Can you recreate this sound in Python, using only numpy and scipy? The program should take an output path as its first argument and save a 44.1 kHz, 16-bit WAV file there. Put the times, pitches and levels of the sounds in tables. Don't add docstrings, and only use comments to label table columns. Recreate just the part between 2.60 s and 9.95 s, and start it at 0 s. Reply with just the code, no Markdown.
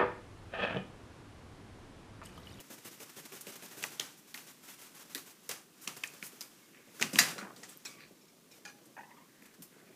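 import sys
import numpy as np
from scipy import signal
from scipy.fft import rfft, irfft, next_fast_len
from scipy.io import wavfile

SR = 44100
rng = np.random.default_rng(int(sys.argv[2]) if len(sys.argv) > 2 else 0)


def elevation(decibels):
    levels = np.asarray(decibels, float)
    return 10 ** (levels / 20)


def output_pcm(signal):
    pcm = np.clip(np.atleast_2d(signal).T, -1, 1) * 32767
    wavfile.write(sys.argv[1], SR, np.round(pcm).astype(np.int16))


N = 324134

# [t/s, peak level/dB, length/s]
BEATS = [(0.0, -39, 0.0093), (0.1, -40.5, 0.048), (0.248, -38, 0.037), (0.312, -45, 0.041),
         (0.401, -38.5, 0.038), (0.564, -39, 0.04), (0.719, -40, 0.056), (0.867, -38.5, 0.039),
         (1.023, -40, 0.041), (1.1673, -40.5, 0.048), (3.536, -46, 0.017), (3.718, -51.5, 0.054),
         (4.34, -48, 0.1), (4.443, -46, 0.028), (5.911, -52.5, 0.076), (6.819, -54.5, 0.029)]
# [t/s, peak level/dB, length/s]
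SWEEPS = [(0.921, -41.5, 0.025), (1.111, -42.5, 0.027), (1.2254, -33, 0.018), (1.3194, -43.5, 0.034),
          (1.674, -49.5, 0.047), (1.868, -45.5, 0.049), (2.03, -45.5, 0.074), (2.081, -44, 0.066),
          (2.183, -44.5, 0.092), (2.347, -43.5, 0.039), (2.394, -43, 0.036), (2.497, -44, 0.037),
          (2.66, -45.5, 0.058), (2.831, -49.5, 0.058), (5.087, -48.5, 0.05)]
# [t/s, peak level/dB, length/s]
BRUSHES = [
    (4.414, -21.5, 0.0092),
    (4.683, -36.5, 0.036),
    (6.049, -45, 0.057),
    (7.1746, -54, 0.035),
]
# [t/s, peak level/dB, length/s]
TIPS = [
    (0.811, -43, 0.0072),
    (1.573, -62, 0.03),
    (3.216, -52, 0.039),
    (3.638, -47.5, 0.042),
    (6.2564, -62, 0.013),
]
# [t/s, peak level/dB]
FLICKS = [
    (0.181, -45),
    (0.495, -41.5),
    (0.654, -36.5),
    (0.958, -38),
    (2.216, -48),
    (3.368, -35.5),
    (4.397, -40),
    (6.857, -46.5),
    (6.941, -48.5),
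]
# [t/s, peak level/dB, f/Hz]
WHUMPS = [(0.0, -55, 328), (0.1, -47, 422), (0.248, -50, 332), (0.311, -61, 250), (0.403, -53, 427),
          (0.564, -53, 328), (0.72, -49, 370), (0.867, -45, 420), (1.024, -52, 303), (1.168, -55, 334),
          (3.536, -59, 370), (3.719, -55, 370), (4.443, -54, 370)]
# [f/Hz, level/dB]
FEATHER = [(350, -32), (600, -3), (801, 0), (1450, 1.5), (4340, -1.5), (6120, 4), (14100, 6.5),
           (15400, -11), (16000, -33)]
# [t/s, peak level/dB, snap centre f/Hz, feather drag t60/s]
SLAPS = [(1.241, -28.5, 1960, 0.29), (1.396, -25, 3220, 0.48), (1.742, -31.5, 2320, 0.41),
         (1.775, -39.5, 1390, 0.36), (2.548, -27.5, 4230, 0.25), (2.578, -32, 1880, 0.14),
         (2.892, -22, 4300, 0.35), (2.912, -28, 2150, 0.071), (3.276, -22, 2670, 0.21),
         (3.436, -25.5, 1900, 0.15), (3.626, -29, 2200, 0.11), (3.808, -30.5, 5650, 0.22),
         (7.021, -36, 8150, 0.14)]
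SLAP_BARBS = [1, -4.5, 3.5, -7, 4, -9, -4.5, 4, -3, 1, 0.5, -0.5, 3]
# [t/s, peak level/dB, snap centre f/Hz, feather drag t60/s, thump level/dB]
BUMPS = [
    (4.425, -18, 1920, 0.22, -21),
    (4.532, -25.5, 7630, 0.54, 1),
    (4.557, -23, 2690, 0.54, -17),
    (4.588, -9.5, 2060, 0.34, -33),
    (4.781, -29, 1220, 0.18, -8),
    (4.962, -41, 4370, 0.5, -5),
    (5.032, -35, 1900, 0.3, -21),
    (5.251, -31, 5460, 0.38, -16),
]
BUMP_BARBS = [-9, -7.5, -7.5, -1.5, -12, -11, -15, -9]
# [t/s, peak level/dB, ring f/Hz, sharp edge against ring level/dB]
QUILLS = [(0.4040, -42, 2400, -2), (0.7223, -42, 2330, -3), (0.8693, -38, 2450, -1), (1.0239, -42, 2400, 0),
          (1.2280, -31, 2700, -4), (1.2385, -23, 2500, -6), (1.2386, -23, 7200, -4),
          (1.2392, -29, 5800, -8), (1.2403, -28, 1900, -9), (1.3977, -20, 3270, -4),
          (1.3993, -20, 6000, -12), (1.4001, -24, 6500, -10), (1.4105, -32, 3600, -4),
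          (1.7433, -29, 4480, 0), (1.7459, -34, 2110, -5), (1.7761, -37, 2580, -8), (2.5487, -24, 6000, 0),
          (2.5492, -23, 3960, 0), (2.5566, -31, 4000, -2), (2.8913, -32, 6500, -3), (2.8929, -24, 11500, 2),
          (2.8941, -26, 6290, -2), (3.2738, -34, 2400, -12), (3.2759, -23, 2970, -2),
          (3.2764, -27, 5900, -6), (3.2790, -27, 6200, -6), (3.4364, -29, 2800, -8),
          (3.4386, -22, 2500, -9), (3.6268, -29, 2280, -12), (3.6667, -35, 9000, -4),
          (3.8092, -28, 5990, -3), (4.3980, -35, 1550, -12), (4.3978, -40, 6500, -12),
          (4.4122, -28, 6070, -3), (4.4160, -24, 6700, -5), (4.4195, -24, 2300, -6), (4.4254, -12, 2240, 0),
          (4.4255, -19, 6000, -6), (4.4265, -20, 2280, -8), (4.5580, -21, 2760, -16),
          (4.5832, -32, 2300, -9), (4.5884, -11, 11500, -3), (4.5892, -10, 2070, 0), (4.5905, -9, 4830, -3),
          (4.5955, -15, 6600, -4), (4.6630, -32, 11000, -3), (4.6898, -27, 11400, 0),
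          (5.1737, -33, 13480, -30), (5.1772, -47, 14000, -20), (4.7893, -33, 1400, -8),
          (6.0600, -40, 5000, -8), (6.2580, -49, 7970, -6), (6.4092, -45, 1850, -15),
          (6.5108, -53, 2070, -15)]
# [t/s, peak level/dB, centre f/Hz, width/octaves, t60/s]
KNOCKS = [(1.240, -35, 900, 1.2, 0.04), (1.404, -38, 3400, .4, 0.08), (1.408, -39, 2000, .3, 0.03),
          (1.246, -38, 900, .9, 0.04), (1.745, -43, 2000, 0.23, 0.028), (2.55, -39, 1850, 0.24, 0.069),
          (2.552, -41, 310, 0.7, 0.13), (3.628, -40, 2120, 1.1, 0.04), (4.587, -15.5, 2060, 0.4, .022),
          (4.594, -19, 5500, 1.0, .1), (4.61, -26, 1500, .9, .1), (4.905, -47, 1130, 0.51, .03),
          (2.550, -41, 3970, 0.16, 0.18), (2.892, -41, 527, 0.51, 0.029), (3.276, -45.5, 895, 0.63, 0.2),
          (3.439, -36, 2870, 0.38, 0.016), (3.439, -34, 1800, 0.18, 0.038), (3.813, -30, 5200, 0.58, 0.018),
          (3.825, -37.5, 6500, 0.57, 0.0093), (4.427, -26, 2300, 1.5, 0.02),
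          (4.558, -30, 2750, 0.35, 0.013), (2.913, -30, 4000, 2.2, 0.02), (4.586, -14, 8000, 1.8, 0.06),
          (5.092, -47, 8000, 0.23, 0.21), (3.473, -38, 6900, 0.55, 0.03), (1.26, -38, 6500, 1.6, 0.09),
          (4.534, -33, 7000, 0.9, 0.03), (5.092, -48, 11000, 0.12, 0.05), (4.962, -48, 4600, 0.6, 0.07),
          (5.033, -44, 6500, 0.6, 0.08), (4.783, -42, 1300, 0.5, 0.08), (4.815, -40, 1500, 1.0, 0.04),
          (4.828, -42, 1100, 0.8, 0.05), (4.783, -43, 4100, 0.12, 0.06), (5.092, -56, 3900, 0.3, 0.05),
          (6.508, -53, 2000, 0.15, 0.09), (5.033, -44, 1900, 0.25, 0.04), (5.092, -52, 15000, 0.1, 0.05),
          (6.38, -63, 6400, 0.1, 0.1)]
# [t/s, peak level/dB, centre f/Hz]
TICKS = [
    (3.667, -36.5, 4320),
    (5.092, -43, 2430),
    (5.654, -53, 5090),
    (6.051, -44, 1650),
]
# [t/s, peak level/dB]
THUDS = [
    (1.397, -39),
    (3.275, -42),
    (3.626, -45),
]
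# [t/s, peak level/dB]
BOOMS = [
    (4.429, -36),
    (4.53, -37.5),
    (4.556, -34),
    (4.6, -34),
    (4.82, -41.5),
    (6.799, -52.5),
    (6.986, -48),
]
# [t/s, peak level/dB, rattle length/s, tuning factor]
LANDING = [
    (4.588, -20.5, 0.005, 1.0),
    (4.60, -35, 0.028, 0.98),
    (4.612, -36, 0.02, 1.03),
    (4.782, -52, 0.01, 1.03),
    (5.034, -58, 0.008, 0.88),
]
TOP_GRIPS = [
    (5.254, -41, 0.0053, 0.97),
    (5.30, -57.5, 0.018, 0.83),
    (5.61, -68, 0.017, 0.94),
    (5.68, -67, 0.012, 0.92),
    (5.911, -58, 0.017, 0.95),
]
SIDE_GRIPS = [
    (6.051, -46.5, 0.004, 1.03),
    (6.074, -53, 0.014, 1.01),
    (6.31, -77, 0.025, 1.01),
]
DOOR_GRIPS = [
    (6.366, -44.5, 0.002, 0.99),
    (6.377, -42.5, 0.004, 0.92),
    (6.389, -44, 0.0031, 1.03),
    (6.408, -50, 0.0081, 1),
    (6.432, -48.5, 0.0054, 1.06),
    (6.480, -70, .005, 1.2),
    (6.507, -53.5, 0.0092, 1.07),
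    (6.568, -57, 0.0046, 1.33),
    (6.582, -55, .008, 1.1),
    (6.61, -59, 0.014, 1.17),
]
# [f/Hz, level/dB, t60/s]
FRAME = [(1200, -18, 0.11), (1726, -8, 0.14), (1980, -4, .14), (2046, -2.5, .04), (2760, -9.5, 0.077),
         (3900, -10, 0.117), (4040, -10.5, .1), (4910, -11, .06), (4830, -4.5, 0.05), (5640, -9, .1),
         (6240, -10, 0.109), (6630, -9, .1), (7120, -8.5, 0.1), (8820, -9, 0.077), (11550, -6, 0.033)]
TOP = [(1180, -17.5, 0.93), (1650, -12, 0.066), (2350, -8, 0.4), (2554, -1.5, 0.084), (3680, -14.5, .15),
       (4050, -4, 0.12), (4340, -5, 0.068), (5860, -1, 0.074), (5600, 2, 0.05), (7350, -0.5, 0.029),
       (8000, -10, 0.12)]
SIDE_PANEL = [(795, -7, 0.37), (1390, -4.5, 0.08), (1636, -0.5, 0.11), (1800, -4.5, 0.068),
              (2360, -5, 0.17), (2420, -0.5, 0.068), (3930, -12, 0.23), (4300, -10, .12),
              (4850, -4.5, 0.041), (5800, -11, 0.26), (6400, -2, 0.056), (7060, -12, .06), (9100, -10, .07),
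              (2980, -8, 0.045)]
DOOR = [(830, -7.5, 0.054), (900, -2, 0.11), (1660, -7, 0.072), (1846, -8.5, 0.076), (2490, -13, 0.063),
        (2780, -20, .05)]
# [t/s, level/dB, length/s, f/Hz]
SCRAPES = [
    (4.113, -63.5, 0.24, 2123),
    (4.781, -50.5, .15, 1303),
    (4.785, -54, 0.08, 2174),
    (5.374, -58.5, 0.12, 2150),
    (5.388, -63.5, 0.097, 4400),
    (6.802, -65, 0.16, 2020),
    (7.101, -66.5, 0.21, 1800),
    (7.256, -67.5, 0.12, 2210),
]
# [t/s, level/dB, length/s, start f/Hz, end f/Hz]
SQUEAKS = [
    (5.3, -66, 0.17, 2500, 2220),
    (5.27, -68, 0.2, 1180, 1150),
    (4.006, -70, 0.097, 2200, 2170),
    (6.42, -66, 0.29, 940, 1169),
    (6.448, -70, .2, 1850, 2110),
    (6.66, -70.5, 0.4, 1850, 1500),
]
# [t/s, level/dB]
EFFORT = [(0.0, -55.5), (1.08, -50.5), (1.35, -50), (1.51, -61.5), (1.84, -58), (2.5, -55.5), (2.8, -59.5),
          (3.01, -71.5), (3.25, -52), (3.52, -51.5), (4.24, -61.5), (4.42, -51), (4.58, -46), (4.83, -61.5),
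          (5.04, -56.5), (5.73, -64), (6.12, -61.5), (7.35, -63)]
# [t/s, level/dB, half length/s]
GUSTS = [
    (1.297, -65, 0.3),
    (4.207, -69, 0.21),
    (4.704, -52, 0.44),
    (5.341, -62.5, 0.24),
    (6.203, -66.5, 1),
    (7.33, -57, 0.28),
]
# [f/Hz, t60/s]
ROOM_T60 = [(200, 0.79), (1000, 0.4), (4000, 0.37), (14000, 0.53)]
# [f/Hz, level/dB]
AMBIENT = [(18, -63), (30, -37.5), (75, -22), (149, -1.5), (273, 1), (394, -4), (740, -21), (1190, -12.5),
           (1320, -23), (3400, -18.5), (7270, -20.5), (14400, -23), (16000, -38)]


def unit(x):
    return x / np.sqrt(np.mean(x ** 2) + 1e-20)


def band(x, low_hz, high_hz):
    sos = signal.butter(2, [low_hz, min(high_hz, 0.45 * SR)], "band", fs=SR, output="sos")
    return signal.sosfilt(sos, x)


def at_hz(points, hz):
    table_hz, value = np.transpose(points)
    return np.interp(np.log(hz), np.log(table_hz), value)


def coloured(x, spectrum):
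    size = next_fast_len(N)
    hz = np.clip(np.fft.rfftfreq(size, 1 / SR), 10, 14400)
    return unit(irfft(rfft(x, size) * elevation(at_hz(spectrum, hz)), size)[..., :N])


def drift(rate_hz):
    r = np.exp(-32 * np.pi * rate_hz / SR)
    noise = rng.standard_normal(N // 16 + 2002)
    slow = signal.lfilter([1], [1, -2 * r, r * r], noise)[2000:]
    return np.interp(np.arange(N) / 16, np.arange(len(slow)), unit(slow))


def add(track, s, shape):
    i = max(round(s * SR), 0)
    track[..., i:i + shape.shape[-1]] += shape[..., :N - i]


def strokes():
    gains = np.zeros((4, N))
    flicks = [(s, peak_db, 0.0104) for s, peak_db in FLICKS]
    # rows, air push dB, feather brightness dB
    kinds = [(BEATS, -5, 1.1), (SWEEPS, -12, 0.62), (BRUSHES, -8.5, -9.5), (TIPS, -27, 13.1), (flicks, -8.5, -0.66)]
    for rows, push_db, bright_db in kinds:
        for s, peak_db, length in rows:
            t = np.arange(round((abs(length) + 0.12) * SR)) / SR
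            swell = np.minimum(t / (0.0012 + 0.11 * length), 1)
            fade = elevation(-60 * np.maximum(t - length, 0) / (0.042 + 0.83 * length))
            flat = np.zeros(len(t))
            mix_db = np.array([push_db + 7.0 - 150 * t, flat, bright_db + flat, 0.97 * bright_db - 0.3 + flat])
            add(gains, s - 0.003, swell * fade * elevation(peak_db - 14.5 + mix_db))
    return gains


def slaps():
    gains, t = np.zeros((4, N)), np.arange(SR // 2) / SR
    slap_thump_db = -12.5
    hits = [(*row, slap_thump_db) for row in SLAPS] + BUMPS
    for (s, peak_db, hz, drag_t60, thump_db), barbs_db in zip(hits, SLAP_BARBS + BUMP_BARBS):
        bright_db = -0.5 + 4 * np.log2(hz / 2500) - 0.31 * (peak_db + 31.5)
        shape = np.minimum(t / 0.0014, 1) * elevation(-60 * t / max(drag_t60, 0.02))
        mix_db = np.array([[thump_db + 2.5], [0], [bright_db], [bright_db + barbs_db]])
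        add(gains, s, shape * elevation(peak_db - 20.5 + mix_db))
    return gains


def feather_bands(rough_db):
    grain = rng.standard_normal((4, N)) * elevation(rough_db * drift(122))
    push = band(band(grain[0], 92, 530), 102.5, 820)
    body, edge, barbs = coloured(grain[1:], FEATHER)
    body = band(body, 626, 4800)
    edge = band(edge, 4200, 8460)
    barbs = band(barbs, 8600, 25000)
    return np.array([unit(push), unit(body), elevation(-5.0) * unit(edge), elevation(-1.0) * unit(barbs)])


def wings():
    return ((strokes() + slaps()) * feather_bands(rough_db=0.36)).sum(axis=0)


def quills():
    out, t = np.zeros(N), np.arange(512) / SR
    click = 1.0 * (t == 0)
    for s, peak_db, hz, edge_db in QUILLS:
        top_hz = np.clip(3.6 * hz, 8500, 14000)
        edge = band(band(click, 2800, top_hz), 1000, 1.15 * top_hz)
        fade = elevation(-60 * t * hz / 12)
        ring = np.sin(2 * np.pi * hz * t) * np.minimum(t * hz / 2, 1) * fade
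        crack = ring / ring.max() + elevation(edge_db) * edge / edge.max()
        add(out, s, elevation(peak_db) * crack / np.abs(crack).max())
    return out


def snaps():
    out, t = np.zeros(N), np.arange(4096) / SR
    # time, peak dB, centre Hz, width in octaves, t60 s
    rows = [(s, peak_db - 6, hz, 3.1, 0.0075) for s, peak_db, hz, *_ in SLAPS + BUMPS]
    rows += [(*row, 4.6, 0.011) for row in TICKS] + KNOCKS
    rows += [(*row, 270, 2.2, 0.048) for row in THUDS]
    rows += [(*row, 0.7, 0.09) for row in WHUMPS]
    rows += [(*row, 203, 0.78, 0.15) for row in BOOMS]
    for s, peak_db, hz, octaves, t60 in rows:
        low_hz, high_hz = hz * 2 ** (max(octaves, 0.1) * np.array([-0.5, 0.5]))
        attack = np.minimum(t / 0.002, 1) ** 2
        crackle = rng.standard_normal(len(t)) * attack * elevation(-60 * t / max(t60, 0.003))
        burst = band(band(crackle, low_hz, high_hz), 0.66 * low_hz, 5.3 * high_hz)
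        add(out, s - 0.001, elevation(peak_db) * burst / np.abs(burst).max())
    return out


def wires(grips, modes, per_s, spread, buzz_db):
    out, t = np.zeros(N), np.arange(SR // 3) / SR
    smooth = signal.butter(2, 150, fs=SR, output="sos")
    for s, peak_db, length, tuning in grips:
        clicks = rng.random(len(t)) < per_s / SR
        rattle = elevation(-9 * t / max(length, 0.002)) * clicks
        for hz, mode_db, t60 in modes:
            ring, r = 0, elevation(-60 / (max(t60, 0.01) * SR))
            *strengths, joint = rng.standard_normal((4, len(t)))
            for side, strength in zip((-1.3, 0, 0.75), strengths):
                w = 2 * np.pi * hz * tuning * (1 + side * spread) / SR
                push = rattle * strength + 1e-18
                wire = signal.lfilter([0, np.sin(w)], [1, -2 * r * np.cos(w), r * r], push)
                ring = ring + elevation(-4 * abs(side)) * wire
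            ring = ring * elevation(buzz_db * unit(signal.sosfilt(smooth, joint)))
            add(out, s, elevation(peak_db + mode_db + 2.0) * ring / np.abs(ring).max())
    return out


def cage():
    frame = wires(LANDING, FRAME, per_s=3000.0, spread=0.017, buzz_db=3.0)
    top = wires(TOP_GRIPS, TOP, per_s=5200.0, spread=0.0232, buzz_db=3.5)
    side = wires(SIDE_GRIPS, SIDE_PANEL, per_s=3000.0, spread=0.0138, buzz_db=3.2)
    door = wires(DOOR_GRIPS, DOOR, per_s=1800.0, spread=0.014, buzz_db=1.5)
    return frame + top + side + door


def slides():
    out, grains = np.zeros(N), np.r_[drift(180), np.zeros(SR)]
    scrape_width_hz = 470
    rows = [(s, db, length, hz, hz * (1 - 0.3 * length), scrape_width_hz) for s, db, length, hz in SCRAPES]
    rows += [(*row, 20 + 0.53 * abs(row[4] - row[3])) for row in SQUEAKS]
    for s, level_db, length, start_hz, end_hz, width_hz in rows:
        share = np.arange(round(length * SR)) / (length * SR)
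        wobble = unit(band(rng.standard_normal((2, SR // 2)), 8.0, width_hz))[:, -len(share):]
        phase = 2 * np.pi * np.cumsum(start_hz + (end_hz - start_hz) * share) / SR
        grain_db = 4.5 * min(width_hz / scrape_width_hz, 1) * grains[round(s * SR):][:len(share)]
        press = np.minimum(share / 0.16, 1) * (1 - share) ** 0.62 * elevation(grain_db)
        tone = wobble[0] * np.cos(phase) + wobble[1] * np.sin(phase)
        add(out, s, elevation(level_db) * press * tone)
    return out


def rustle():
    t = np.arange(N) / SR
    air, body, edge, barbs = feather_bands(rough_db=0.9)
    effort_db = np.interp(t, *np.transpose(EFFORT))
    stirred = elevation(-67.5 + 0.61 * (effort_db + 57.5))
    for s, level_db, half in GUSTS:
        stirred = stirred + elevation(level_db) * np.clip(1 - abs(t - s) / half, 0, 1)
    plumage = elevation(effort_db - 7.5) * (body + elevation(-1.0) * edge + elevation(-2.5) * barbs)
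    return plumage + stirred * elevation(-4.0 + 3.13 * drift(36)) * air


def room(x):
    t = np.arange(SR * 3 // 4) / SR
    white, tail = rng.standard_normal(len(t)), 0
    for low_hz in 110 * 2.0 ** np.arange(8):
        tail = tail + band(white, low_hz, 2 * low_hz) * elevation(-60 * t / at_hz(ROOM_T60, 0.76 * low_hz))
    tail = tail * np.clip((t - 0.004) / 0.00087, 0, 1)
    return elevation(-11) * signal.fftconvolve(x, tail / np.sqrt(np.sum(tail ** 2)))[:N]


def ambient():
    return elevation(-64.5) * coloured(rng.standard_normal(N), AMBIENT)


def scene():
    bird = wings() + quills() + snaps() + cage() + slides()
    return (bird + room(bird) + rustle() + ambient())[None]


def roll_off(x):
    return signal.sosfilt(signal.butter(12, 15830, fs=SR, output="sos"), x)


def record(dry):
    thin = signal.sosfilt(signal.butter(5, 120, "high", fs=SR, output="sos"), dry)
    flicker = band(rng.standard_normal(N), 22, 124) * elevation(2.1 * drift(6.55))
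    thin = thin + elevation(-66.5) * flicker
    top_cut = signal.cheby2(14, 40, 15750, fs=SR, output="sos")
    return roll_off(signal.sosfilt(top_cut, thin))


dry = scene()
out = record(dry)
output_pcm(out)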